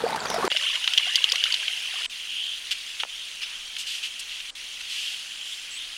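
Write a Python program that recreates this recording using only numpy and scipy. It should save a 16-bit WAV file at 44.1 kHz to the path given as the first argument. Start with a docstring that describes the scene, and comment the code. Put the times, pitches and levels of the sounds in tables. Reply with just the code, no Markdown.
"""A shallow rocky river, heard in four short stretches over a faint hush.
First, hands slosh a fish through the water: slaps, spray and resonating air bubbles, with faint birds.
From 0.5 s water trickles and drips with a tinny ring near 3 kHz.
From 2.1 s the river is farther off, its countless splashes merged into a thin hiss. Handling rustles
over it, one knock sounds at 3 s, and faint high bird whistles return toward the end."""
import sys
import numpy as np
from scipy import signal
from scipy.fft import rfft, irfft
from scipy.io import wavfile
from scipy.ndimage import uniform_filter1d

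SR = 44100
rng = np.random.default_rng(int(sys.argv[2]) if len(sys.argv) > 2 else 0)


def bounce(signal):
    """Save signal as a 16-bit WAV file at the path given by the first command-line argument."""
    frames = np.transpose(np.atleast_2d(signal))
    limited = np.clip(frames, -1, 1)
    pcm = np.round(limited * 32767).astype(np.int16)
    wavfile.write(sys.argv[1], SR, pcm)


N = 263277
TIME = np.arange(N) / SR

# stretches of the scene: start_s, end_s
STRETCHES = [(0, .4795), (.502, 2.063), (2.097, 4.506), (4.552, 6)]
# spectral envelopes of the sources: frequency_hz, relative_db
HUSH_SPECTRUM = [(25, 17.5), (60, 1), (150, -3), (240, 1.5), (400, -1), (1000, 4), (2500, 3), (6000, 0.5),
                 (9000, 0), (12000, -31), (16000, -38)]
RIVER_SPECTRUM = [(400, -45.5), (950, -31.5), (1400, -18.5), (1750, -14), (2400, -7.5), (2800, -1),
                  (3200, 0), (3650, -6.5), (5300, -13), (6400, -13), (8000, -21.5), (9600, -16.5),
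                  (12500, -31), (15800, -32)]
RUSTLE_SPECTRUM = [(600, -43), (1300, -19), (2000, -11), (2400, -4), (2750, 5), (3300, 3), (3800, -5.5),
                   (4400, -5.5), (6300, -13.5), (8500, -18.5), (12000, -27), (15800, -36)]
KNOCK_SPECTRUM = [(150, -39), (350, -18), (600, 1.5), (1200, 5), (2000, 0), (3000, 9), (4200, -8),
                  (8000, -26), (15000, -38)]
SLOSH_SPECTRUM = [(50, -17), (110, -12.5), (200, -3), (320, -13.5), (440, -3), (600, -5), (880, -2),
                  (1500, -6.5), (2300, -13), (4200, -13), (6000, -20.5), (7800, -25.5), (9500, -23),
                  (15500, -40)]
TRICKLE_SPECTRUM = [(300, -36.5), (700, -22), (1100, -20), (1800, -13), (2400, -8.5), (2850, 5),
                    (3250, 0.5), (3800, -10.5), (4900, -15), (6200, -21), (7800, -24), (10000, -21),
                    (12500, -34), (15800, -45)]
DROP_SPECTRUM = [(400, -36), (1100, -24.5), (1800, -8.5), (2400, -10.5), (2900, 7.5), (3400, 3),
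                 (3900, -4.5), (4900, -10.5), (6200, -16.5), (8000, -29), (11000, -32.5), (15800, -42)]
# bird whistles: start_s, length_s, start_hz, end_hz, level_db
BIRD_WHISTLES = [(0.048, 0.055, 4370, 4770, -42), (.174, .11, 7930, 5970, -46.5),
                 (0.258, 0.14, 6340, 4820, -38.5), (0.416, 0.3, 7400, 7150, -53),
                 (1.952, .19, 8000, 8000, -57), (3.415, .04, 4900, 5400, -41),
                 (5.205, 0.49, 7220, 7400, -54), (5.696, 0.1, 7500, 8050, -44)]
# the river's hiss in the second, third and fourth stretch: relative_db
HISS_LEVELS = [-36, -38.5, -38]
# narrow-band swells of the hiss: start_s, length_s, relative_db, centre_hz
HISS_SWELLS = [(2.24, .36, -34.5, 3125), (3.098, 0.2, -43.5, 3320), (4.839, 0.32, -38.5, 2997),
               (5.512, 0.038, -35.5, 3320), (5.762, 0.1, -38, 3400)]
# rustles of hands, cloth and leaves: start_s, length_s, level_db, tilt_db_per_octave
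HANDLING_RUSTLES = [(2.708, 0.032, -25, 1), (2.999, 0.017, -26.5, -3.5), (3.413, 0.044, -31.5, -3),
                    (3.457, 0.19, -42.5, -8), (3.765, 0.0074, -28.5, -3), (3.782, 0.059, -34, 6),
                    (3.86, 0.18, -34.5, 3.5), (4.026, 0.072, -32.5, 1), (4.193, 0.022, -36, 12.5),
                    (4.283, .14, -40, 0), (4.401, 0.013, -34.5, -3.5), (4.806, .014, -33, -2),
                    (4.877, 0.43, -35.5, 3), (5.448, 0.2, -46.5, 11)]
# one sharp knock and its duller rebounds: start_s, level_db, tilt_db_per_octave
KNOCK_IMPACTS = [(3.0349, -22, 0), (3.037, -28, -3), (3.0505, -38, -9)]
# how hard the hands stir the water: time_s, level_db
STIR_CURVE = [(0, -32.5), (.146, -30.5), (.2, -33.5), (.47, -27)]
# slaps of hands and fish on the water: start_s, peak_db, tilt_db_per_octave
WATER_SLAPS = [(.089, -38, 7), (0.106, -36, 7), (0.16, -26.5, 0.5), (0.2567, -27.5, 0.5), (0.301, -23.5, 2),
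               (0.343, -25, 2), (0.451, -29.5, 5.5), (0.4767, -20.5, -3)]
# flow of the trickle, thinning and picking up again: time_s, level_db
FLOW_CURVE = [(.5, -27.5), (.7, -27), (.82, -34), (1.17, -27), (1.28, -32.5), (1.48, -28.5), (1.6, -31),
              (1.84, -37.5), (2.05, -29)]
# distinct bubbles, from low plops to small high pings: start_s, level_db, pitch_hz, rise_octaves_per_s
SINGLE_BUBBLES = [(.038, -11, 474, -3), (.064, -15, 710, -1), (.095, -21.5, 830, 14), (.128, -18, 850, 13),
                  (.146, -14.5, 887, 2), (.204, -22, 4540, 3), (.252, -22, 1350, 7), (0.2557, -21, 4680, 0),
                  (.344, -19, 640, 7), (.362, -17, 694, 2), (.382, -18.5, 452, 2), (0.426, -17, 1090, 6),
                  (.443, -13.5, 393, -4.5), (.548, -31, 640, -2), (1.07, -31, 728, 0.5),
                  (1.161, -11, 4540, 13), (1.299, -15.5, 4930, 1), (1.322, -11, 4880, -2),
                  (1.327, -36.5, 450, 31), (1.336, -29.5, 1045, 26), (1.439, -14.5, 4610, 8),
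                  (1.456, -25.5, 1354, 19), (1.523, -16, 4400, 10), (1.541, -15.5, 4000, 13),
                  (1.464, -21, 2090, 24), (1.631, -27, 1690, -14), (1.938, -38, 730, 7),
                  (1.958, -34, 1110, 23)]
# heavy drops striking the water: start_s, peak_db, ring_t60_s, tilt_db_per_octave
HEAVY_DROPS = [(0.506, -27, .011, -4), (.5166, -18.5, .009, -9), (.5651, -18.5, 0.008, -6),
               (.571, -20, 0.0027, 5), (.756, -19, .008, -1), (0.8422, -19.5, 0.017, 2.5),
               (0.8763, -13, .016, -3), (0.9353, -16.5, 0.03, 4.5), (0.9766, -10.5, 0.0091, 5.5),
               (.98, -11, 0.02, 0.5), (1.032, -23.5, 0.013, 3), (1.1567, -10, 0.009, 10),
               (1.2421, -9, 0.0076, 5), (1.29, -21, 0.0095, 7), (1.32, -15.5, 0.0034, 11.5),
               (1.3574, -17.5, 0.0049, 4), (1.439, -12.5, 0.0057, 4), (1.47, -27, .0095, -4),
               (1.524, -18.5, 0.02, 7.5), (1.542, -16.5, 0.019, 2.5), (1.6811, -18.5, 0.0061, -3.5),
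               (2.059, -24, .008, 5.5)]


def amp(db):
    """Amplitude ratio of a level in decibels."""
    return 10 ** (np.asarray(db) / 20)


def unit(x):
    """Normalisation to rms 1."""
    return x / np.sqrt(np.mean(x ** 2) + 1e-20)


def crest(x):
    """Normalisation of the loudest 3 ms to rms 1."""
    return x / np.sqrt(uniform_filter1d(x ** 2, size=132, mode="constant").max() + 1e-20)


def level(curve):
    """Amplitude envelope interpolated from rows of time_s, level_db."""
    return amp(np.interp(TIME, *np.transpose(curve)))


def gate(index):
    """Time window of one stretch, with 2 ms edges."""
    start, end = STRETCHES[index]
    return uniform_filter1d(1. * ((TIME >= start) & (TIME < end)), size=90)


def add(mix, start_s, sound):
    """Superposition: a sound adds to the mix from start_s on."""
    part = mix[max(round(start_s * SR), 0):][:len(sound)]
    part += sound[:len(part)]


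def colour(x, spectrum, tilt_db=0, size=2048):
    """Minimum-phase filtering by a spectral envelope, tilted by tilt_db per octave up to 8 kHz."""
    octave = np.log2(abs(np.fft.fftfreq(size, 1 / SR)) + 1)
    hz, db = np.transpose(spectrum)
    db = np.interp(octave, np.log2(hz), db) + tilt_db * np.minimum(octave, np.log2(8000))
    db -= 12 * np.maximum(np.log2(hz[0]) - octave, 0)  # the bass falls away below the first point
    log_gain = np.log(amp(np.maximum(db - db.max(), -90)))
    taps = np.fft.ifft(np.exp(np.conj(signal.hilbert(log_gain)))).real
    return signal.fftconvolve(x, taps[:size // 2])[:len(x)]


def wander(count, rate_hz):
    """Low-pass Gaussian noise: a smooth random fluctuation of rms 1."""
    lowpass = np.exp(-(np.fft.rfftfreq(count, 1 / SR) / rate_hz) ** 2)
    return unit(irfft(rfft(rng.standard_normal(count)) * lowpass, count))


def patchy_noise(depth_db, size=512):
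    """Noise whose narrow bands swell and sink under random amplitude modulation."""
    bands = signal.stft(rng.standard_normal(N), nperseg=size)[2]
    field = uniform_filter1d(rng.standard_normal(bands.shape), size=4, axis=0)
    field = uniform_filter1d(field, size=6, axis=1)
    return signal.istft(bands * amp(depth_db * unit(field)), nperseg=size)[1][:N]


def blurred_tone(length_s, start_hz, end_hz, width_hz):
    """Random modulation spreads a gliding tone into a narrow band."""
    count = int(length_s * SR)
    blur = wander(count, width_hz / 2) + 1j * wander(count, width_hz / 2)
    phase = 2 * np.pi * np.cumsum(np.geomspace(start_hz, end_hz, count)) / SR
    return (blur * np.exp(1j * phase)).real * signal.windows.tukey(count, .5)


def patter(per_s, spread_db):
    """A Poisson process of clicks, most small and a few large."""
    size = amp(spread_db * np.minimum(rng.exponential(1, N), 3.5))
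    return size * rng.choice([-1, 1], N) * (rng.random(N) < per_s / SR)


def ring(hz, t60_s, octaves_per_s):
    """A damped oscillation: a sine that decays exponentially while its pitch glides."""
    t = np.arange(int(max(t60_s, .002) * SR)) / SR
    phase = 2 * np.pi * np.cumsum(hz * 2 ** (octaves_per_s * t)) / SR
    onset = 1 - np.exp(-2 * hz * t)
    return np.sin(phase) * onset * np.exp(-np.log(1000) * t / t60_s)


def froth(per_s, spread_db, low_hz, high_hz, cycles, climb_octaves, sizes=36):
    """Randomly excited bubbles of equal Q, each climbing in pitch as it nears the surface."""
    out = np.zeros(N)
    for hz in np.geomspace(low_hz, high_hz, sizes):
        t60_s = cycles / hz
        bubble = ring(hz, t60_s, climb_octaves / t60_s)
        out += hz * signal.oaconvolve(patter(per_s / sizes, spread_db), bubble)[:N]
    return unit(out)


def splat(spectrum, tilt_db, spatter_db, spatter_s, count=2048):
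    """An impact on water: an impulse, then exponentially decaying spatter."""
    impact = amp(spatter_db) * rng.standard_normal(count) * np.exp(-np.arange(count) / SR / spatter_s)
    impact[0] += 1
    return crest(colour(impact, spectrum, tilt_db))


def hush():
    """Stationary broadband noise forms a faint floor."""
    return amp(-53) * unit(colour(rng.standard_normal(N), HUSH_SPECTRUM, size=8192))


def birds(steady_width_hz=400, glide_share=0.54):
    """Forest echoes blur each whistle into a band: the larger the glide, the wider the band."""
    out = np.zeros(N)
    for start_s, length_s, start_hz, end_hz, db in BIRD_WHISTLES:
        width_hz = steady_width_hz + glide_share * abs(end_hz - start_hz)
        add(out, start_s, amp(db) * blurred_tone(length_s, start_hz, end_hz, width_hz))
    return out


def river(swell_rise=0.09):
    """Far splashes and bubbles sum incoherently to a hiss, which now and then swells near 3 kHz."""
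    babble = froth(per_s=900, spread_db=3, low_hz=1207, high_hz=9060, cycles=55, climb_octaves=0.063)
    hiss = patchy_noise(depth_db=2.13) + amp(-8.5) * babble
    gain = sum(amp(db) * gate(index) for index, db in enumerate(HISS_LEVELS, start=1))
    flicker = amp(0.1 * wander(N, rate_hz=37))
    out = gain * flicker * unit(colour(hiss, RIVER_SPECTRUM))
    for start_s, length_s, db, hz in HISS_SWELLS:
        swell = blurred_tone(length_s, hz * (1 - swell_rise / 2), hz * (1 + swell_rise / 2), width_hz=880)
        add(out, start_s, amp(db) * swell)
    return out


def rustles(attack_share=0.064, fade_share=0.52, top_hz=13500):
    """Friction of hands, cloth and leaves gives grainy noise that swells quickly and fades."""
    out = np.zeros(N)
    grain = patchy_noise(depth_db=1) + amp(-6) * unit(patter(per_s=2000, spread_db=3.5))
    lowpass = signal.butter(10, top_hz, fs=SR, output="sos")
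    for start_s, length_s, db, tilt_db in HANDLING_RUSTLES:
        count = int(length_s * SR)
        progress = np.linspace(0, 1, count)
        envelope = np.clip(np.minimum(progress / attack_share, (1 - progress) / fade_share), 0, 1)
        scrape = np.roll(grain, -int(start_s * SR))[:count] * envelope
        rustle = colour(np.pad(scrape, (0, SR // 100)), RUSTLE_SPECTRUM, tilt_db)
        rustle = signal.sosfilt(lowpass, rustle)
        add(out, start_s, amp(db) * rustle / np.sqrt(np.sum(rustle ** 2) / count))
    return out


def knock():
    """The impulse response of a hard knock, repeated weaker and duller at each rebound."""
    out = np.zeros(N)
    for start_s, db, tilt_db in KNOCK_IMPACTS:
        response = colour(signal.unit_impulse(SR // 20), KNOCK_SPECTRUM, tilt_db)
        add(out, start_s, amp(db) * crest(response))
    return out


def slosh():
    """Air entrainment: hands churn the shallows into ringing bubbles, with spray and a few slaps."""
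    swarm = froth(per_s=1200, spread_db=4.5, low_hz=222.7, high_hz=3810, cycles=39, climb_octaves=0.19)
    spray = unit(patter(per_s=2500, spread_db=2))
    out = level(STIR_CURVE) * unit(colour(swarm + amp(7.5) * spray, SLOSH_SPECTRUM))
    for start_s, db, tilt_db in WATER_SLAPS:
        add(out, start_s, amp(db) * splat(SLOSH_SPECTRUM, tilt_db, spatter_db=-10, spatter_s=0.0049))
    return out


def trickle():
    """A thin stream falling on water radiates by impact and bubble resonance: ticks, fizz, gurgles."""
    fizz = froth(per_s=880, spread_db=2.5, low_hz=1714, high_hz=8680, cycles=85, climb_octaves=0.073)
    ticks = amp(-0.5) * unit(patter(per_s=800, spread_db=1))
    splashes = unit(colour(ticks + fizz, TRICKLE_SPECTRUM))
    gurgles = froth(per_s=140, spread_db=0, low_hz=335.5, high_hz=2236, cycles=56, climb_octaves=0.51)
    gurgles = unit(colour(gurgles, TRICKLE_SPECTRUM))
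    return level(FLOW_CURVE) * (splashes + amp(-11) * gurgles)


def bubbles(t60_at_1khz_s=0.038, damping_power=0.53):
    """Distinct bubbles resonate, from low plops to pings: the smaller, the higher and shorter."""
    out = np.zeros(N)
    for start_s, db, hz, octaves_per_s in SINGLE_BUBBLES:
        t60_s = t60_at_1khz_s * (1000 / hz) ** damping_power
        add(out, start_s, amp(db) * ring(hz, t60_s, octaves_per_s))
    return out


def drops(heaviest_hz=3380, octaves_per_db=0.0139, splat_db_per_db=0.62, max_lag_s=0.0029):
    """Each impact excites a tinny damped ring near 3 kHz; lighter drops splat softer and ring lower."""
    out = np.zeros(N)
    heaviest_db = max(row[1] for row in HEAVY_DROPS)
    for start_s, db, t60_s, tilt_db in HEAVY_DROPS:
        detune, lag = rng.random(2)
        weight_db = db - heaviest_db
        hz = heaviest_hz * 2 ** (octaves_per_db * weight_db)
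        drop = splat(DROP_SPECTRUM, tilt_db, spatter_db=-12, spatter_s=0.0037)
        drop *= amp(splat_db_per_db * weight_db + 3.5)
        add(drop, 0, crest(ring(hz, t60_s, octaves_per_s=2.3)))
        upper_ring = crest(ring(hz * (1.49 + .5 * detune), t60_s, octaves_per_s=7.2))
        add(drop, max_lag_s * lag, amp(tilt_db - 20.5) * upper_ring)
        add(out, start_s, amp(db) * crest(drop))
    return out


def scene():
    """Superposition of all sources in mono; the hiss dips briefly after the knock."""
    floor = hush()
    sloshing, dripping = gate(0), gate(1)
    water = sloshing * slosh() + dripping * (trickle() + drops()) + (sloshing + dripping) * bubbles()
    hiss_gain = level([(3.03, 2.5), (3.042, -2), (3.07, -4), (3.095, 1)])
    return (floor + hiss_gain * river() + rustles() + knock() + birds() + water)[None]


def record(dry, ceiling=1.6, cutoff_hz=15950):
    """Soft saturation rounds off the loudest drops; a low-pass filter then limits the bandwidth."""
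    rounded = ceiling * np.tanh(dry / ceiling)
    lowpass = signal.firwin(511, cutoff_hz, window=("kaiser", 9), fs=SR)
    return signal.oaconvolve(rounded, lowpass[None], "same")


dry = scene()
out = record(dry)
bounce(out)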